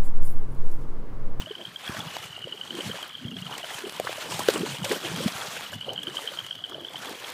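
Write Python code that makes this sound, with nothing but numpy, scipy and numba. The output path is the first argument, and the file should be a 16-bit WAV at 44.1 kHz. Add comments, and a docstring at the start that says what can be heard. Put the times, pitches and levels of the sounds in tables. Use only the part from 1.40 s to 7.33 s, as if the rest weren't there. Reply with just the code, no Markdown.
"""Frogs trill over softly sloshing water, then splashes grow as young dogs wade in a shallow marsh.
Churned water is banded noise that shifts with the legs, with small rising tones for bubbles and drops.
Trapped air plops as short ringing tones, and slaps of water are bursts of ragged coloured noise.
Frogs near and far call in rows of short pips around 3 kHz, like a nail drawn along a comb.
The upper partials of the far chorus blur into a faint steady band of noise just below 5 kHz."""
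import sys
import numpy as np
from scipy import signal
from scipy.io import wavfile
from scipy.ndimage import uniform_filter1d
from numba import njit

SR = 44100
rng = np.random.default_rng(int(sys.argv[2]) if len(sys.argv) > 2 else 0)


def gain_from_db(level_db):
    """Turn a decibel level (scalar or array-like) into a linear amplitude factor."""
    decades = np.asarray(level_db, float) / 20
    return 10 ** decades


def persist_wave(psi):
    """Save psi, clipped to +-1, as 16-bit WAV."""
    counts = np.round(np.clip(psi, -1, 1) * 32767).astype(np.int16)
    wavfile.write(sys.argv[1], SR, np.atleast_2d(counts).T)


N = 261513  # length of the scene in samples
TIME = np.arange(N) / SR


@njit
def grains(at, size, hz, rise, glide, turn, power):
    """Short tones that swell to a peak at their time, die away and slide in pitch."""
    out = np.zeros(N)
    for k in range(len(at)):
        start = int((at[k] - rise[k]) * SR)
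        phase = turn[k]
        for i in range(int(rise[k] * SR * (1 + 9 / np.sqrt(power)))):
            u = i / (rise[k] * SR)  # 0 at the start, 1 at the peak
            phase += 2 * np.pi * hz[k] * (1 + glide[k] * (u - 1)) / SR
            if 0 <= start + i < N:
                out[start + i] += size[k] * (u * np.exp(1 - u)) ** power * np.sin(phase)
    return out


def tones(at, db, hz, rise, glide, power):
    """Grains from plain columns, each at a chance phase; a higher power makes them shorter."""
    turn = 2 * np.pi * rng.random(len(at))
    columns = np.broadcast_arrays(at, gain_from_db(db), hz, rise, glide, turn)
    return grains(*(np.array(c, float) for c in columns), float(power))


def band(x, lo_hz, hi_hz):
    """Band-pass: keeps the sound between two pitches."""
    return signal.sosfilt(signal.butter(2, [lo_hz, min(hi_hz, .45 * SR)], "band", fs=SR, output="sos"), x)


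def walk(rate):
    """Random levels, rate of them a second, smoothed twice into a wandering curve; spread near 1."""
    hold = int(SR / rate)
    steps = np.repeat(rng.standard_normal(N // hold + 1), hold)
    return 1.4 * uniform_filter1d(uniform_filter1d(steps, hold), hold)[:N]


def reeds(x, decay_s, wet_db):
    """Reeds and brush scatter the sound: a short dying tail of noise smears it."""
    t = TIME[:12000]
    tail = rng.standard_normal(len(t)) * np.exp(-t / decay_s) * (t > .002)
    tail = tail / np.sqrt(np.sum(tail ** 2))
    return x + gain_from_db(wet_db) * signal.fftconvolve(x, tail)[:N]


# How hard the legs churn the water. Each row: time in seconds, strength in dB.
CHURNING = [(0, -56.5), (.1, -63), (.38, -58), (.46, -49), (.87, -51.5), (.9, -60.5), (1.08, -61),
            (1.3, -56.5), (1.37, -48.5), (1.65, -51.5), (1.7, -61), (1.95, -61), (1.99, -55), (2.2, -51.5),
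            (2.38, -47), (2.48, -55), (2.6, -50), (2.88, -46.5), (2.95, -43), (3.12, -41), (3.22, -48),
            (3.32, -44), (3.41, -50.5), (3.47, -43), (3.55, -44), (3.6, -50.5), (3.65, -44), (4.15, -45),
            (4.3, -55), (4.45, -59), (4.62, -61), (4.75, -47.5), (4.92, -50), (5.2, -64.5), (5.45, -63.5),
            (5.58, -52.5), (5.68, -49), (5.93, -49.5)]
# Where thud, slosh, wash and spray each rule alone. Each entry: pitch in Hz.
LAYER_HZ = [160, 480, 1500, 8000]
# Thud, slosh, wash and spray. Each row: level in dB at usual churning, change in dB per dB of churning.
LAYER_LEVELS = [(-65, -0.3), (-53, 0.8), (-46, 0.7), (-49, 1.0241)]
# Surges of water pushed by a leg. Each row: peak time in seconds, length in seconds, level in dB,
# centre pitch in Hz.
LEG_SURGES = [(0.025, .08, -41.5, 160), (0.202, 0.051, -43.5, 410), (0.293, 0.045, -48, 140),
              (0.503, 0.086, -40, 1300), (0.636, 0.078, -42.5, 980), (0.615, 0.14, -44, 158),
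              (.85, 0.11, -62, 138), (1.113, 0.2, -52, 346), (1.4, 0.051, -45, 1780),
              (1.58, 0.12, -45.5, 1760), (1.368, 0.098, -39, 320), (1.479, 0.05, -36.5, 150),
              (1.893, 0.12, -41, 203), (2.022, 0.17, -46.5, 160), (2.462, 0.062, -43, 363),
              (2.63, .1, -47, 152), (2.14, 0.08, -43, 1020), (2.307, 0.11, -54, 1300),
              (2.873, 0.05, -39.5, 404), (3.04, 0.23, -45, 153), (3.166, 0.025, -32, 1330),
              (3.204, 0.093, -31, 300), (3.318, 0.031, -36, 152), (3.414, 0.04, -32.5, 176),
              (3.523, 0.056, -31.5, 390), (3.677, 0.091, -39, 396), (3.775, 0.12, -33.5, 180),
              (3.84, 0.065, -35.5, 300), (4.04, 0.12, -44.5, 1000), (4.116, 0.2, -54.5, 127),
              (4.35, .07, -45, 158), (4.54, 0.17, -48.5, 173), (4.717, .15, -56.5, 130),
              (5.005, .1, -57, 119), (5.38, 0.084, -58.5, 109), (4.51, 0.077, -40.5, 586),
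              (4.663, 0.14, -47.5, 318), (4.854, 0.06, -47, 600), (5.176, .04, -54.5, 145),
              (5.378, .16, -44, 485), (5.585, 0.064, -47, 176), (5.685, 0.21, -47, 1280),
              (5.714, 0.12, -43, 495), (5.836, 0.048, -45, 700)]
# Colour of the water. Each row: pitch in Hz, level added to the layers in dB.
WATER_COLOUR = [(40, -14), (80, -9), (130, -4), (250, -5.5), (500, -3.5), (1000, -1.5), (2000, -1.5),
                (3200, 2.5), (5000, -2), (8000, -1.5), (12000, -6.5), (16000, -8)]


def churn_db(hz, s):
    """Slosh, wash and spray grow with the churning, the thud sinks a little, surges add power."""
    usual_churn_db, surge_octaves = -50, 0.65
    churn = np.interp(s, *np.transpose(CHURNING)) - usual_churn_db
    # each layer fades into its neighbours in pitch
    shares = [np.interp(np.log(hz), np.log(LAYER_HZ), row) for row in np.eye(len(LAYER_HZ))]
    power = 0
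    for share, (db, slope) in zip(shares, LAYER_LEVELS):
        power = power + share * (db + slope * churn)
    power = gain_from_db(2 * power)  # doubling the dB turns amplitude into power
    for peak_s, length_s, db, centre_hz in LEG_SURGES:
        away_in_time = 2 * (s - peak_s) / length_s
        away_in_pitch = np.log2(hz / centre_hz) / surge_octaves
        power = power + gain_from_db(2 * db) * np.exp(-(away_in_time ** 2 + away_in_pitch ** 2))
    colour_hz, colour_db = np.transpose(WATER_COLOUR)
    return np.interp(np.log(hz), np.log(colour_hz), colour_db) + 10 * np.log10(power)


def rush():
    """Countless tiny impacts merge to noise; gouts shake all bands, each also flickers alone."""
    shared_db, own_db = 2.0, 2.3  # strength of the flicker
    out, gouts, coarse = 0, walk(60), TIME[::64]
    for hz in 40 * 2 ** (np.arange(27) / 3):  # third-octave bands
        noise = band(rng.standard_normal(N), hz / 1.12, hz * 1.12)
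        flicker_db = shared_db * gouts + own_db * walk(24.11)
        level_db = np.interp(TIME, coarse, churn_db(hz, coarse)) + flicker_db
        out = out + noise / noise.std() * gain_from_db(level_db)
    return out


def bubbles(count=7200):
    """Small bubbles and drop impacts of all sizes rise in pitch, their level tied to the churning."""
    when, size, loud, long, rise = rng.random((count, 5)).T
    # they come in clumps, a handful from each gout of water
    clumps = np.repeat(when[::6], 6)[:count]
    s = (clumps + .004 * when * rise).clip(0, 1) * N / SR
    hz = 90 * (14000 / 90) ** size ** .75
    above_db = 3.6 * np.minimum(-np.log(loud), 3.3)  # a few stand out
    swell_s = (0.64 + 2.99 * long ** 2) / hz
    return tones(s, churn_db(hz, s) + above_db, hz, swell_s, 0.069 * rise, 1.34)


# Air pockets that ring. Each row: peak time in seconds, level in dB, pitch in Hz, length in cycles.
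AIR_POCKETS = [(0.074, -36, 617, 8.0), (0.111, -29, 414, 4.6), (0.549, -33, 636, 7.8),
               (0.496, -21.5, 205, 0.9), (0.569, -22, 1660, 2.1), (0.669, -34, 142, 2.9),
               (0.8, -44, 140, 2), (0.855, -41, 140, 2), (0.905, -42.5, 140, 1.8), (0.98, -35, 750, 2.5),
               (1.051, -42.5, 141, 2.4), (1.074, -30, 523, 3.1), (1.349, -33, 340, 7.2),
               (1.388, -38, 430, 5.2), (1.473, -33, 142, 3.5), (1.498, -32, 447, 3.9),
               (1.545, -35, 565, 4.4), (1.589, -29.5, 860, 3.2), (1.853, -23, 190, 1.44),
               (1.982, -34.5, 179, 3.1), (2.022, -33.5, 159, 2.8), (2.06, -39, 160, 3.1),
               (2.113, -26, 590, 0.88), (2.24, -30.5, 644, 4.9), (2.306, -28, 1920, 4.9),
               (2.31, -34, 760, 6.9), (2.354, -43, 139, 2), (2.385, -30, 1670, 5.4), (2.443, -29, 384, 4.9),
               (2.469, -30.5, 370, 2.6), (2.599, -25, 2020, 2.73), (2.65, -31.5, 490, 3.6),
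               (2.6, -14.5, 603, 2.26), (2.671, -17, 1100, 2.3), (2.674, -19, 1690, 3.2),
               (2.695, -22.5, 580, 2.16), (2.783, -29.5, 597, 4.8), (2.924, -27, 940, 6.7),
               (3.006, -21.5, 1010, 4.1), (3.087, -15.5, 1470, 3.8), (3.088, -5, 469, 2.6),
               (3.16, -21.5, 407, 2.1), (3.209, -33, 300, 6.6), (3.22, -28, 189, 1.83),
               (3.236, -20.5, 394, 4.5), (3.265, -26.5, 890, 3.4), (3.422, -25, 168, 3.3),
               (3.443, -25.5, 830, 3.6), (3.463, -27.5, 555, 7.2), (3.515, -17, 1820, 2.6),
               (3.517, -19, 406, 5.57), (3.65, -35, 350, 8), (3.743, -26, 169, 3.7),
               (3.807, -26.5, 510, 5.8), (3.863, -12.5, 218, 2.3), (3.882, -25, 670, 5.1),
               (3.955, -36, 140, 1.8), (4.085, -41, 160, 2.4), (4.332, -30.5, 1600, 8.0),
               (4.364, -32, 160, 2.34), (4.484, -29.5, 510, 4), (4.518, -32.5, 634, 8),
               (4.536, -37, 825, 3.4), (4.681, -37.5, 350, 8.7), (4.792, -29, 820, 2.6),
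               (4.92, -36, 560, 6.3), (5.322, -30.5, 1270, 3), (5.354, -38.5, 620, 8.7),
               (5.383, -32, 526, 1.7), (5.421, -42, 335, 9.5), (5.636, -28, 1400, 2.6),
               (5.546, -29.5, 790, 3.4), (5.714, -31, 340, 2.1)]


def plops():
    """Large air pockets under a paw ring for a few cycles and rise as they reach the surface."""
    s, db, hz, cycles = np.transpose(AIR_POCKETS)
    return tones(s, db, hz, cycles / hz / 1.673, 0.051, 4.0)


# Slaps of thrown water. Each row: peak time in seconds, level before colouring in dB, length in ms.
WATER_SLAPS = [(0.5925, -33.5, 4), (0.768, -47, 9.1), (0.8623, -52, 3.2), (1.4205, -35, 2.2),
               (1.6277, -37, 6.4), (2.18, -33, 5), (2.389, -34, 7.6), (2.496, -36, 6.7), (2.524, -36, 3.4),
               (2.5995, -25, 2.6), (2.729, -30.5, 5.4), (2.921, -35, 20), (2.994, -25.5, 12),
               (3.086, -22.5, 7.6), (3.1, -33, 36), (3.4478, -29.5, 16), (3.519, -31.5, 44),
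               (3.763, -32, 12), (3.879, -33.5, 23), (4.2096, -30.5, 2.3), (4.331, -42.5, 45),
               (4.5341, -36, 5.5), (4.633, -38.5, 15), (4.7483, -44, 9.5), (4.95, -36, 1.4),
               (5.065, -42, 6), (5.154, -43.5, 7.7), (5.298, -44, 12), (5.4113, -47, 7.7),
               (5.9022, -35.5, 3.4)]
# What a slap is made of. Each row: low edge in Hz, high edge in Hz, usual level added in dB.
SLAP_BANDS = [(300, 1140, -4), (1640, 4470, -3), (3440, 9200, -7), (7850, 16300, -9.5)]


def slaps(count=1500):
    """Bursts of ragged noise, each with its own colour; falling drops add many short ones."""
    when, loud = rng.random((count, 2)).T
    drop_s = when * N / SR
    above_db = 2.5 * np.minimum(-np.log(loud), 3.)
    drop_ms = 1. + 5. * rng.random(count) ** 3
    drop_db = churn_db(4700.0, drop_s) + above_db
    slap_s, slap_db, slap_ms = np.transpose(WATER_SLAPS)
    at, db, ms = np.r_[slap_s, drop_s], np.r_[slap_db, drop_db], np.r_[slap_ms, drop_ms]
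    # drops vary more in colour than whole slaps
    spread_db = np.r_[np.full(len(slap_s), 2.5), np.full(count, 5.)]
    out = 0
    for lo_hz, hi_hz, part_db in SLAP_BANDS:
        tint_db = part_db + spread_db * rng.standard_normal(len(at)).clip(-3, 1.3)
        # a grain of no pitch is a bare swell and decay
        swell = grains(at, gain_from_db(db + tint_db), 0 * at, ms / 1000 / 2.93, 0 * at, 0 * at + np.pi / 2, 2.53)
        noise = band(rng.standard_normal(N), lo_hz, hi_hz)
        out = out + swell * noise / noise.std() * gain_from_db(2.5 * walk(400))  # the fast walk makes it ragged
    return out


# The tones within a pip. Each row: multiple of its pitch, level added in dB.
PIP_PARTIALS = [(.5, -18.), (1, 0.), (1.5, -30.)]


def frog(s, db, hz):
    """Each pip is a brief swell of the vocal sac, with faint partials below and above."""
    rise_s, glide = 0.0034, -.004  # the pitch sinks very slightly
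    return sum(tones(s, db + part_db, hz * multiple, rise_s, glide, 4.9)
               for multiple, part_db in PIP_PARTIALS)


# Lone pips outside the calls. Each row: peak time in seconds, level in dB, pitch in Hz.
LONE_PIPS = [(1.9685, -27.5, 3300), (2.6934, -31.5, 3480), (3.082, -29, 3000), (3.1614, -26.5, 2890),
             (4.4464, -29, 3150), (4.562, -26.5, 3180), (4.619, -32, 3200), (4.634, -26.5, 3280),
             (5.048, -30.5, 3040), (5.6741, -33, 3410)]
# Calls of the nearer frogs. Each row: first pip in seconds, last pip in seconds, number of pips,
# each gap as a multiple of the one before.
NEAR_CALLS = [(-.2399, .6058, 10, 1.084), (-.134, .215, 5, 1.11), (.6788, 1.353, 8, 1.066),
              (.9657, 1.8838, 10, 1.068), (1.846, 2.567, 9, 1.077), (1.922, 2.3372, 5, 1.01),
              (3.113, 3.7824, 7, 1.03), (3.1548, 4.0157, 10, 1.092), (4.2668, 5.2412, 11, 1.0705),
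              (4.4264, 5.1283, 8, 1.077), (4.984, 5.5586, 7, 1.055), (5.171, 5.581, 6, 1.08)]
# The voice of each call, in the same order. Each row: loudest level in dB, where in the call that falls
# as a share from 0 to 1, first pitch in Hz, last pitch in Hz.
CALL_VOICES = [(-25, 0.83, 2620, 3400), (-28, 0.68, 2940, 3080), (-30, 0.63, 2820, 3130),
               (-22.5, 0.45, 2895, 3220), (-28.5, 0.52, 2850, 3200), (-28.5, 0.48, 2840, 3000),
               (-29, 0.34, 3300, 2700), (-26.5, 0.7, 2600, 3380), (-19, 0.65, 2934, 3160),
               (-25, 0.43, 3080, 3200), (-24.5, 0.8, 3000, 3120), (-32.5, 0.94, 3200, 3430)]


def near_frogs():
    """Through a call each gap is a little longer, the voice swells and tires, the pitch shifts."""
    swell_db, tire_db = 29, 21.5  # loss a whole call before and after the loudest pip
    climb = 0.9  # under 1: the pitch moves faster early in a call
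    rows = [np.transpose(LONE_PIPS)]
    for (first_s, last_s, pips, slowing), (db, loudest, first_hz, last_hz) in zip(NEAR_CALLS, CALL_VOICES):
        k = np.arange(pips)
        along = k / k[-1]
        s = first_s + (last_s - first_s) * (slowing ** k - 1) / (slowing ** k[-1] - 1)
        loss_db = np.where(along < loudest, swell_db, tire_db) * (along - loudest) ** 2
        rows.append([s, db - loss_db, first_hz + (last_hz - first_hz) * along ** climb])
    return frog(*np.hstack(rows))


# The far chorus thins out for a while. Each row: time in seconds, level added in dB.
CHORUS_LULL = [(2.0, 0.5), (2.6, -3), (4.3, 1)]


def far_chorus(frogs=8, middle_db=-39.5):
    """Distant frogs call over and over: through a call the pips slow down and climb."""
    call_s, rest_s = 1.25, .55
    first_gap_s, last_gap_s = .065, 0.14  # before each frog's own pace
    low_hz, high_hz = 2880, 3380  # before each frog's own pitch
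    cycle_s = call_s + rest_s
    rows = []
    for offset, pace, pitch, near in rng.random((frogs, 4)):
        s = -offset * cycle_s
        while s < N / SR:
            along = (s + offset * cycle_s) % cycle_s / call_s  # above 1 the frog rests
            if along < 1:
                hz = (low_hz + (high_hz - low_hz) * along) * (.97 + .06 * pitch)
                rows.append((s, middle_db + 12 * (near - .5), hz))
            gap_s = first_gap_s + (last_gap_s - first_gap_s) * min(along, 1)
            s += gap_s * (.85 + .3 * pace)
    s, db, hz = np.transpose(rows)
    return frog(s, db + np.interp(s, *np.transpose(CHORUS_LULL)), hz)


def chorus_blur(level_db=-61, top_hz=4890):
    """The blurred upper partials of the far chorus: a faint steady noise band just below 5 kHz."""
    noise = band(rng.standard_normal(N), 3400., 6000.)
    noise = signal.sosfilt(signal.ellip(6, 1, 40, top_hz, fs=SR, output="sos"), noise)
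    return noise / noise.std() * gain_from_db(level_db)


def scene():
    """Water close by, frogs near and far, and the blur of the far chorus."""
    frogs = reeds(near_frogs(), .03, -15.0) + reeds(far_chorus(), 0.076, -2.5)
    water = gain_from_db(-6) * rush() + bubbles()
    water = water + reeds(plops(), 0.0073, -7.5) + reeds(slaps(), 0.016, -19.0)
    return (water + frogs + chorus_blur())[None]


def roll_off(x):
    """The treble ends steeply here."""
    return signal.sosfilt(signal.butter(12, 15740, fs=SR, output="sos"), x)


def record(dry):
    """The phone adds its own faint noise, thins the deep bass and cuts the very top."""
    x = dry + gain_from_db(-64.5) * rng.standard_normal(N)
    x = signal.sosfilt(signal.butter(2, 70., "high", fs=SR, output="sos"), x)
    x = signal.sosfilt(signal.ellip(10, .2, 32, 15270, fs=SR, output="sos"), x)
    return roll_off(x)


dry = scene()
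out = record(dry)
persist_wave(out)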